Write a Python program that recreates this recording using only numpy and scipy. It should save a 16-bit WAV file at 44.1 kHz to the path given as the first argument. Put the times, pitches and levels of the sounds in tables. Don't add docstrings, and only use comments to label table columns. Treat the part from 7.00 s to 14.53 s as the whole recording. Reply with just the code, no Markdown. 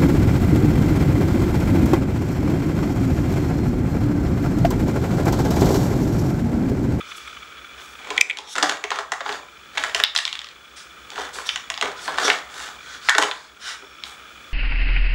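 import sys
import numpy as np
from scipy import signal
from scipy.fft import rfft, irfft
from scipy.io import wavfile
from scipy.ndimage import uniform_filter1d

SR = 44100
rng = np.random.default_rng(int(sys.argv[2]) if len(sys.argv) > 2 else 0)


def store_pcm(level_fs):
    pcm = np.round(np.clip(level_fs, -1, 1) * 32767).astype(np.int16)
    wavfile.write(sys.argv[1], SR, np.atleast_2d(pcm).T)


N = 332073
TIME = np.arange(N) / SR

# f/Hz, level/dB, t60/s
TRAY_MODES = [(165, -5.5, 0.33), (301.4, -0.5, 0.079), (342, -5.5, .05), (421, 1.5, 0.095),
              (460, -2.5, 0.039), (548, -4.5, 0.04), (601, -6.5, 0.069), (666, 3.5, 0.031),
              (758, -1, 0.052), (828, 6, 0.028), (1008, 0.5, 0.068), (1106, 3, 0.023)]
# f/Hz, level/dB, t60/s
PEG_MODES = [(1965, 0.5, 0.0049), (2330, 3, 0.014), (2560, -2.5, 0.016), (3370, -4.5, 0.006)]
# start/s, peak/s, end/s, relative level/dB, tilt/(dB/octave)
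TRAY_SHOVES = [(0.771,0.825,1.05,-46.5,6.5),(.98,1.15,1.93,-34,-3),(1.548,1.563,1.64,-17,-2.5),(1.622,1.64,1.782,-16.5,-2.5),(1.897,1.955,2.05,-26,-2),(2.22,2.317,2.41,-27,-2),(2.719,2.828,2.97,-29.5,-1),(2.931,3.005,3.01,-27.5,0.5),(4.102,4.201,4.31,-30,-1.5),(4.32,4.384,4.45,-34,-3),(4.454,4.47,4.5,-30,2.5),(4.817,4.841,4.927,-24.5,-4.5),(5.001,5.11,5.37,-31,-2.5),(5.163,5.241,5.42,-21.5,-1),(5.48,5.6,5.77,-33,1),(6.179,6.225,6.29,-15,-1.5),(6.82,6.835,6.85,-38,-10),(7.032,7.068,7.19,-40,3)]


def knocks(ring_cycles=38, chatter=0.29, rebound_db=-13, band_ratio=1.54, room_db=-1):
    # t/s, clack/dB, f/Hz, relative thud/dB, crack/dB
    contacts = [(1.1042,-26.5,2220,-28,-35.5),(1.3716,-23,2420,-38,-32),(1.3867,-22,3150,-26,-33),(1.5546,-19.5,1670,-29,-28),(1.582,-11,1620,-31,-21),(1.627,-9,3520,-11.5,-20),(1.6303,-8,1420,-14.5,-16),(1.695,-11.5,2180,-32,-19.5),(1.8398,-16.5,2180,-23.5,-28),(1.9051,-18,2110,-26,-27.5),(1.9161,-14.5,1260,-31,-40),(1.9878,-16.5,1370,-24.5,-33.5),(2.1196,-15.5,1500,-23,-25),(2.2062,-22.5,1690,-29,-44),(2.2618,-20.5,1310,-29.5,-52),(2.292,-21,2180,-25,-43),(2.7741,-19.5,1754,-28.5,-38),(2.7796,-20,2650,-47,-33),(2.8376,-18.5,1800,-32,-32),(2.9473,-17,2120,-28,-24.5),(3.0004,-18,2000,-28,-37),(3.0375,-7,2990,-31.5,-29),(3.1505,-20,1500,-45,-27),(3.176,-18,3550,-58,-21),(4.103,-37,3570,-55.5,-42),(4.179,-29.5,1361,-30,-55),(4.3865,-33.5,1500,-37,-55),(4.4908,-18,2370,-55,-41),(4.5592,-23,2560,-37,-34),(4.7013,-23.5,2290,-32.5,-30.5),(4.7415,-30.5,3200,-46,-55),(4.7765,-29.5,3180,-38,-46),(4.8122,-21,2975,-31,-30.5),(4.825,-18.5,1670,-25,-34),(5.079,-23.5,1270,-24.5,-49),(5.184,-17,1300,-34,-35),(5.2805,-17.5,1710,-21.5,-30),(5.3008,-9.5,1970,-29.5,-45),(6.0872,-12.5,1690,-31,-42),(6.0935,-8.5,1680,-42,-19),(6.15,-13.5,1960,-25.5,-44),(6.1824,-7,1606,-10.5,-16),(6.2248,-11.5,2514,-15,-19),(6.313,-18,2510,-37,-50),(7.037,-27.5,3030,-46,-42)]
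    direct, feed = np.zeros(N), np.zeros(N)
    t = np.arange(SR // 8) / SR
    for start_s, clack_db, hz, thud_db, crack_db in list(contacts) + bounces() + rattles():
        t60 = ring_cycles / hz
        noise = rng.standard_normal((3, len(t)))
        since_rebound_s = t - rng.uniform(0.0055, 0.02)
        rebound = (since_rebound_s > 0) * from_db(rebound_db - 60 * np.abs(since_rebound_s) / t60)
        fade = from_db(-60 * t / t60) + rebound
        piece_force, tray_force, edge_force = (t == 0) + chatter * noise * fade
        piece = unit_onset(band(piece_force, hz / band_ratio, hz * band_ratio ** 0.8, order=3))
        broad = unit_onset(band(tray_force, 1090, 4260, order=3))
        clack = from_db(clack_db) * unit_onset(piece + from_db(-6) * broad)
        low_hz = np.clip(330 * 2 ** (-(thud_db + 20) / 16), 315, 700)
        tray = band(body(tray_force, TRAY_MODES, spread_db=3.5), low_hz, 1400, order=3)
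        sound = clack + from_db(crack_db) * crack(edge_force) + from_db(thud_db - 1) * unit_onset(tray)
        add(direct, start_s, sound)
        add(feed, start_s, from_db(room_db) * sound)
    return direct, feed


def bounces(start_s=3.1622, flight_s=0.0905, restitution=0.835, first_db=-10.5, loss_db=5.5):
    rows = []
    for k in range(6):
        for lag_s, end_db, hz in (0, 0, 3500), (0.025, -4.5, 2600):
            db = first_db - loss_db * k + end_db
            rows.append((start_s + lag_s, db, hz, db - 20, db - 14.5))
        start_s += flight_s * restitution ** k
    return rows


def rattles(rate_per_s=24, centre_hz=1800, spread_octaves=0.59, edge_db=-9, spread_db=3):
    rows = []
    for start_s, peak_s, end_s, shove_db, _ in TRAY_SHOVES:
        for k, (jitter, size, pitch) in enumerate(rng.uniform(-1, 1, (20, 3))):
            at_s = start_s + (k + 0.5 + jitter / 2) / rate_per_s
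            swell_db = np.interp(at_s, [start_s, peak_s, end_s], [edge_db, 0, edge_db])
            db = shove_db + swell_db + spread_db * size
            hz = centre_hz * 2 ** (spread_octaves * pitch)
            if at_s < end_s:
                rows.append((at_s, db - 2.5, hz, db - 9, db - 13.5))
    return rows


def peg_snaps(release_s=0.00089, pop=3.5):
    # t/s, level/dB, build-up/s, crack/dB, room feed/dB
    snaps = [(1.1761, -12, 0.0029, -31, -9), (1.184, -28, 0.00061, -50, -9), (1.209, 0.5, 0.0034, -12, -7),
             (1.2969, -11.5, 0.00087, -35, -14), (1.301, -11.5, .0008, -38, -5.5),
             (1.309, -11.5, .0006, -42, -8)]
    direct, feed = np.zeros(N), np.zeros(N)
    t = np.arange(SR // 20) / SR
    for start_s, db, build_s, crack_db, room_db in snaps:
        grip = np.minimum(t / build_s, 1) * np.exp(-np.maximum(t - build_s, 0) / release_s)
        slips = grip * rng.standard_normal(len(t))
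        slips[np.argmax(grip)] += pop
        peg = unit_onset(band(body(slips, PEG_MODES), 1700, 4600))
        sound = from_db(db) * peg + from_db(crack_db) * crack(slips)
        add(direct, start_s, sound)
        add(feed, start_s, from_db(room_db) * sound)
    return direct, feed


def crack(force, skirt_db=-19):
    edge = unit_onset(band(force, 4800, 7600))
    skirt = unit_onset(band(force, 3200, 9100))
    return unit_onset(edge + from_db(skirt_db) * skirt)


def scrapes(slips_per_s=1500, tray_db=-7):
    # f/Hz, level/dB
    spectrum = [(100, -23), (220, -15), (330, -4), (480, 0), (650, 3.5), (950, 0), (1550, 7.5), (2000, -1),
                (2600, -4), (3500, 0), (4500, -4.5), (7000, -6), (10000, -17.5), (15000, -26)]
    rub = strokes(TRAY_SHOVES, grains(slips_per_s, spread_db=3), spectrum)
    tray = unit_rms(band(body(rub, TRAY_MODES), 223, 2400))
    return rub + from_db(tray_db) * np.std(rub) * tray


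def squeals(slips_per_s=2500):
    # start/s, peak/s, end/s, relative level/dB
    skids = [(1.436, 1.54, 1.55, -27.5), (4.44, 4.473, 4.64, -34), (5.229, 5.25, 5.3, -20)]
    # f/Hz, level/dB, t60/s
    modes = [(3550, 7, 0.0058), (3800, -6, 0.0083), (5500, -2, 0.0091), (6300, -12, 0.0047)]
    envelope = sum(from_db(db) * swell(start_s, peak_s, end_s) for start_s, peak_s, end_s, db in skids)
    slips = grains(slips_per_s, spread_db=1.5)
    return envelope * unit_rms(band(body(slips, modes), 3800, 10000))


def peg_creak(slips_per_s=700):
    slips = grains(slips_per_s, spread_db=2)
    return swell(0.94, 1.03, 1.36) * unit_rms(band(body(slips, PEG_MODES), 1900, 4400))


def cup_judder(start_s=6.088, length_s=0.094, start_db=-13.5, fade_db_per_s=150, slips_per_s=900):
    # f/Hz, level/dB, t60/s
    modes = [(988, -15, 0.042), (1427, -2, 0.041), (1544, 0, 0.026), (1626, -6, 0.046), (1825, 0, 0.018)]
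    slips = grains(slips_per_s, spread_db=0)
    end_db = start_db - fade_db_per_s * length_s
    level_db = np.interp(TIME - start_s, [0, length_s], [start_db, end_db], left=-200, right=-200)
    return from_db(level_db) * unit_rms(band(body(slips, modes), 900, 2170, order=3))


def sniffs():
    # start/s, peak/s, end/s, relative level/dB, tilt/(dB/octave)
    puffs = [(0, .1, 0.55, -46, 1.5), (.155, .175, 0.19, -45, 17), (.75, .8, 0.83, -41.5, -4.5),
             (1.47, 1.55, 1.54, -27.5, 6), (3.758, 3.77, 3.87, -38, 1), (4.09, 4.135, 3.7, -49, 2),
             (4.325, 4.345, 4.47, -35.5, 3.5), (4.955, 4.975, 5.1, -38.5, -2),
             (4.99, 5.055, 5.12, -39.5, 8), (5.21, 5.26, 5.32, -32, 2), (5.5, 5.64, 5.73, -40.5, -1.5),
             (5.77, 5.95, 6, -37, -2.5), (6.0, 6.08, 6.58, -33.5, -1), (6.59, 6.69, 6.77, -25, -1.5)]
    # f/Hz, level/dB
    spectrum = [(200, -40), (550, -25), (950, -15.5), (1500, 0), (1800, -6), (2300, -8), (3400, -8.5),
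                (4500, -7.5), (6800, -10.5), (10000, -22.5), (15000, -41)]
    return strokes(puffs, rng.standard_normal(N), spectrum)


def nose_whistle(centre_hz=5480, width_hz=60, level_db=-58):
    whistle = band(rng.standard_normal(N), centre_hz - width_hz / 2, centre_hz + width_hz / 2)
    return from_db(level_db) * swell(6.4, 7.0, 7.05) * unit_rms(whistle)


def motor_whirr(flutter_db=3, surge_s=0.0081, tick_db=-19):
    # f/Hz, level/dB, t60/s
    modes = [(1225, -1, 0.017), (1420, -2.5, 0.011), (2378, -0.5, 0.014), (3034, -11, 0.025),
             (3415, -3.5, 0.017)]
    # t/s, boost/dB
    surges = [(.01, 9), (.113, 5.5), (0.277, 11), (0.58, 7)]
    # t/s, relative level/dB
    drift = [(0, 4), (.8, 0.5), (1.5, -1.5), (2.6, -0.5), (3.9, -1.5), (4.7, -1), (6.5, -1.5), (7, 1),
             (7.53, -1)]
    flutter = from_db(flutter_db * unit_rms(band(rng.standard_normal(N), 12.5, 60)))
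    surge = from_db(sum(db * np.exp(-((TIME - at_s) / surge_s) ** 2) for at_s, db in surges))
    drive = flutter * rng.standard_normal(N)
    whirr = surge * unit_rms(band(body(drive, modes), 1206, 3320, order=3))
    ticks = from_db(tick_db) * (surge - 1) * unit_rms(band(drive, 2500, 9200))
    return from_db(np.interp(TIME, *np.transpose(drift))) * (whirr + ticks)


def background(hum_hz=64.4, throb_hz=5.4, throb_depth=0.76, whine_hz=15692):
    # f/Hz, level/dB
    hiss_spectrum = [(25, -12.5), (100, -2), (220, 0), (430, 2.5), (700, -2), (1000, -2), (1600, 6),
                     (2800, -17), (4100, -6), (7000, -9.5), (10000, -19.5), (15500, -23)]
    hiss = unit_rms(colour(rng.standard_normal(N), hiss_spectrum))
    throb = unit_rms(band(rng.standard_normal(N), throb_hz * 0.95, throb_hz * 1.32, order=1))
    hum = unit_rms((1 + throb_depth * throb) * np.sin(2 * np.pi * hum_hz * TIME))
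    whine = unit_rms(np.sin(2 * np.pi * whine_hz * TIME))
    tones = from_db(-60.5) * hum + from_db(-65) * whine
    return from_db(-43.5) * motor_whirr() + from_db(-48) * hiss + tones


def room(x, gap_s=0.0012, build_s=0.0021):
    # f/Hz, t60/s
    decay = [(200, 0.3), (550, 0.43), (1400, 0.39), (3700, 0.27), (10000, 0.3949)]
    # f/Hz, level/dB
    spectrum = [(150, -4.5), (1000, 4), (2500, 1), (6000, 0), (14000, -1)]
    t = np.arange(SR // 2) / SR
    white, hz = rfft(rng.standard_normal(len(t))), np.fft.rfftfreq(len(t), 1 / SR)
    edges_hz, tail = np.geomspace(60, 18000, 12), 0
    for low_hz, high_hz in zip(edges_hz, edges_hz[1:]):
        centre_hz = np.sqrt(low_hz * high_hz)
        noise = irfft(white * (hz >= low_hz) * (hz < high_hz), len(t))
        tail += from_db(at_hz(spectrum, centre_hz) - 60 * t / at_hz(decay, centre_hz)) * noise
    tail *= np.clip((t - gap_s) / build_s, 0, 1)
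    return signal.fftconvolve(x, tail / np.sqrt(np.sum(tail ** 2)))[:N]


def gain_control(x, limit_db=-12, attack_s=0.0058, recovery_db_per_s=6):
    level_db = 10 * np.log10(np.maximum(uniform_filter1d(x[0] ** 2, SR // 100), 1e-12))
    excess_db = np.maximum(level_db - limit_db, 0)
    recovered_db = recovery_db_per_s * TIME
    cut_db = np.maximum.accumulate(excess_db + recovered_db) - recovered_db
    pole = np.exp(-1 / (attack_s * SR))
    return x * from_db(-signal.lfilter([1 - pole], [1, -pole], cut_db))


def strokes(table, source, spectrum, ripple_db=2.5):
    out, hz = np.zeros(N), np.geomspace(300, 15000, 60)
    for start_s, peak_s, end_s, db, tilt in table:
        first = max(round(start_s * SR), 0)
        part = slice(first, first + SR // 2)
        gap_db = ripple_db * rng.standard_normal(len(hz)) * np.minimum(hz / 3000, 1)
        sound = colour(colour(source[part], spectrum, tilt), np.c_[hz, gap_db])
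        out[part] += from_db(db) * swell(start_s, peak_s, end_s)[part] * unit_rms(sound)
    return out


def grains(rate_per_s, spread_db):
    slips = rng.random(N) < rate_per_s / SR
    sizes = from_db(spread_db * np.minimum(rng.exponential(1, N), 4))
    return slips * sizes * rng.choice([-1, 1], N)


def body(force, modes, spread_db=0):
    return sum(from_db(db + spread_db * rng.normal()) * (-1) ** k * ring(force, hz, t60)
               for k, (hz, db, t60) in enumerate(modes))


def ring(force, hz, t60):
    radius, angle = from_db(-60 / (t60 * SR)), 2 * np.pi * hz / SR
    return signal.lfilter([0.5, 0, -0.5], [1, -2 * radius * np.cos(angle), radius ** 2], force + 1e-18)


def colour(x, spectrum, db_per_octave=0):
    hz = np.fft.rfftfreq(len(x), 1 / SR)
    gain_db = at_hz(spectrum, hz) + db_per_octave * np.log2(np.maximum(hz, 300))
    return irfft(rfft(x) * from_db(gain_db), len(x))


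def at_hz(table, hz):
    table_hz, values = np.transpose(table)
    return np.interp(np.log(np.maximum(hz, 1)), np.log(table_hz), values)


def band(x, low_hz, high_hz, order=2):
    return signal.sosfilt(signal.butter(order, [low_hz, high_hz], "band", fs=SR, output="sos"), x)


def swell(start_s, peak_s, end_s):
    return np.interp(TIME, [start_s, peak_s, end_s], [0, 1, 0])


def add(out, start_s, sound):
    first = max(round(start_s * SR), 0)
    out[first:first + len(sound)] += sound[:max(N - first, 0)]


def unit_onset(x):
    return x / np.sqrt(np.mean(x[:SR // 100] ** 2) + 1e-20)


def unit_rms(x):
    return x / np.sqrt(np.mean(x ** 2) + 1e-20)


def from_db(db):
    return 10 ** (np.asarray(db) / 20)


def scene(knock_room_db=-6.5, soft_room_db=-6):
    hard, hard_feed = np.add(knocks(), peg_snaps())
    friction = scrapes() + squeals() + from_db(-39) * peg_creak()
    soft = from_db(-3) * friction + cup_judder() + nose_whistle() + from_db(-1) * sniffs()
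    echoes = room(from_db(knock_room_db) * hard_feed + from_db(soft_room_db) * soft)
    return (hard + soft + echoes + background())[None]


def record(dry, cutoff_hz=16100):
    # f/Hz, width/Hz, gain/dB
    microphone = [(596, 150, 0.5), (2465, 930, -3.5), (3480, 830, 3), (4900, 670, -1), (6700, 440, 1.5),
                  (13600, 3000, -3.5)]
    for hz, width_hz, db in microphone:
        resonance = signal.lfilter(*signal.iirpeak(hz, hz / width_hz, fs=SR), dry)
        dry = dry + (from_db(db) - 1) * resonance
    ducked = gain_control(dry)
    clipped = ducked / (1 + ducked ** 6) ** (1 / 6)
    return signal.sosfilt(signal.ellip(10, 0.1, 70, cutoff_hz, fs=SR, output="sos"), clipped)


dry = scene()
out = record(dry)
store_pcm(out)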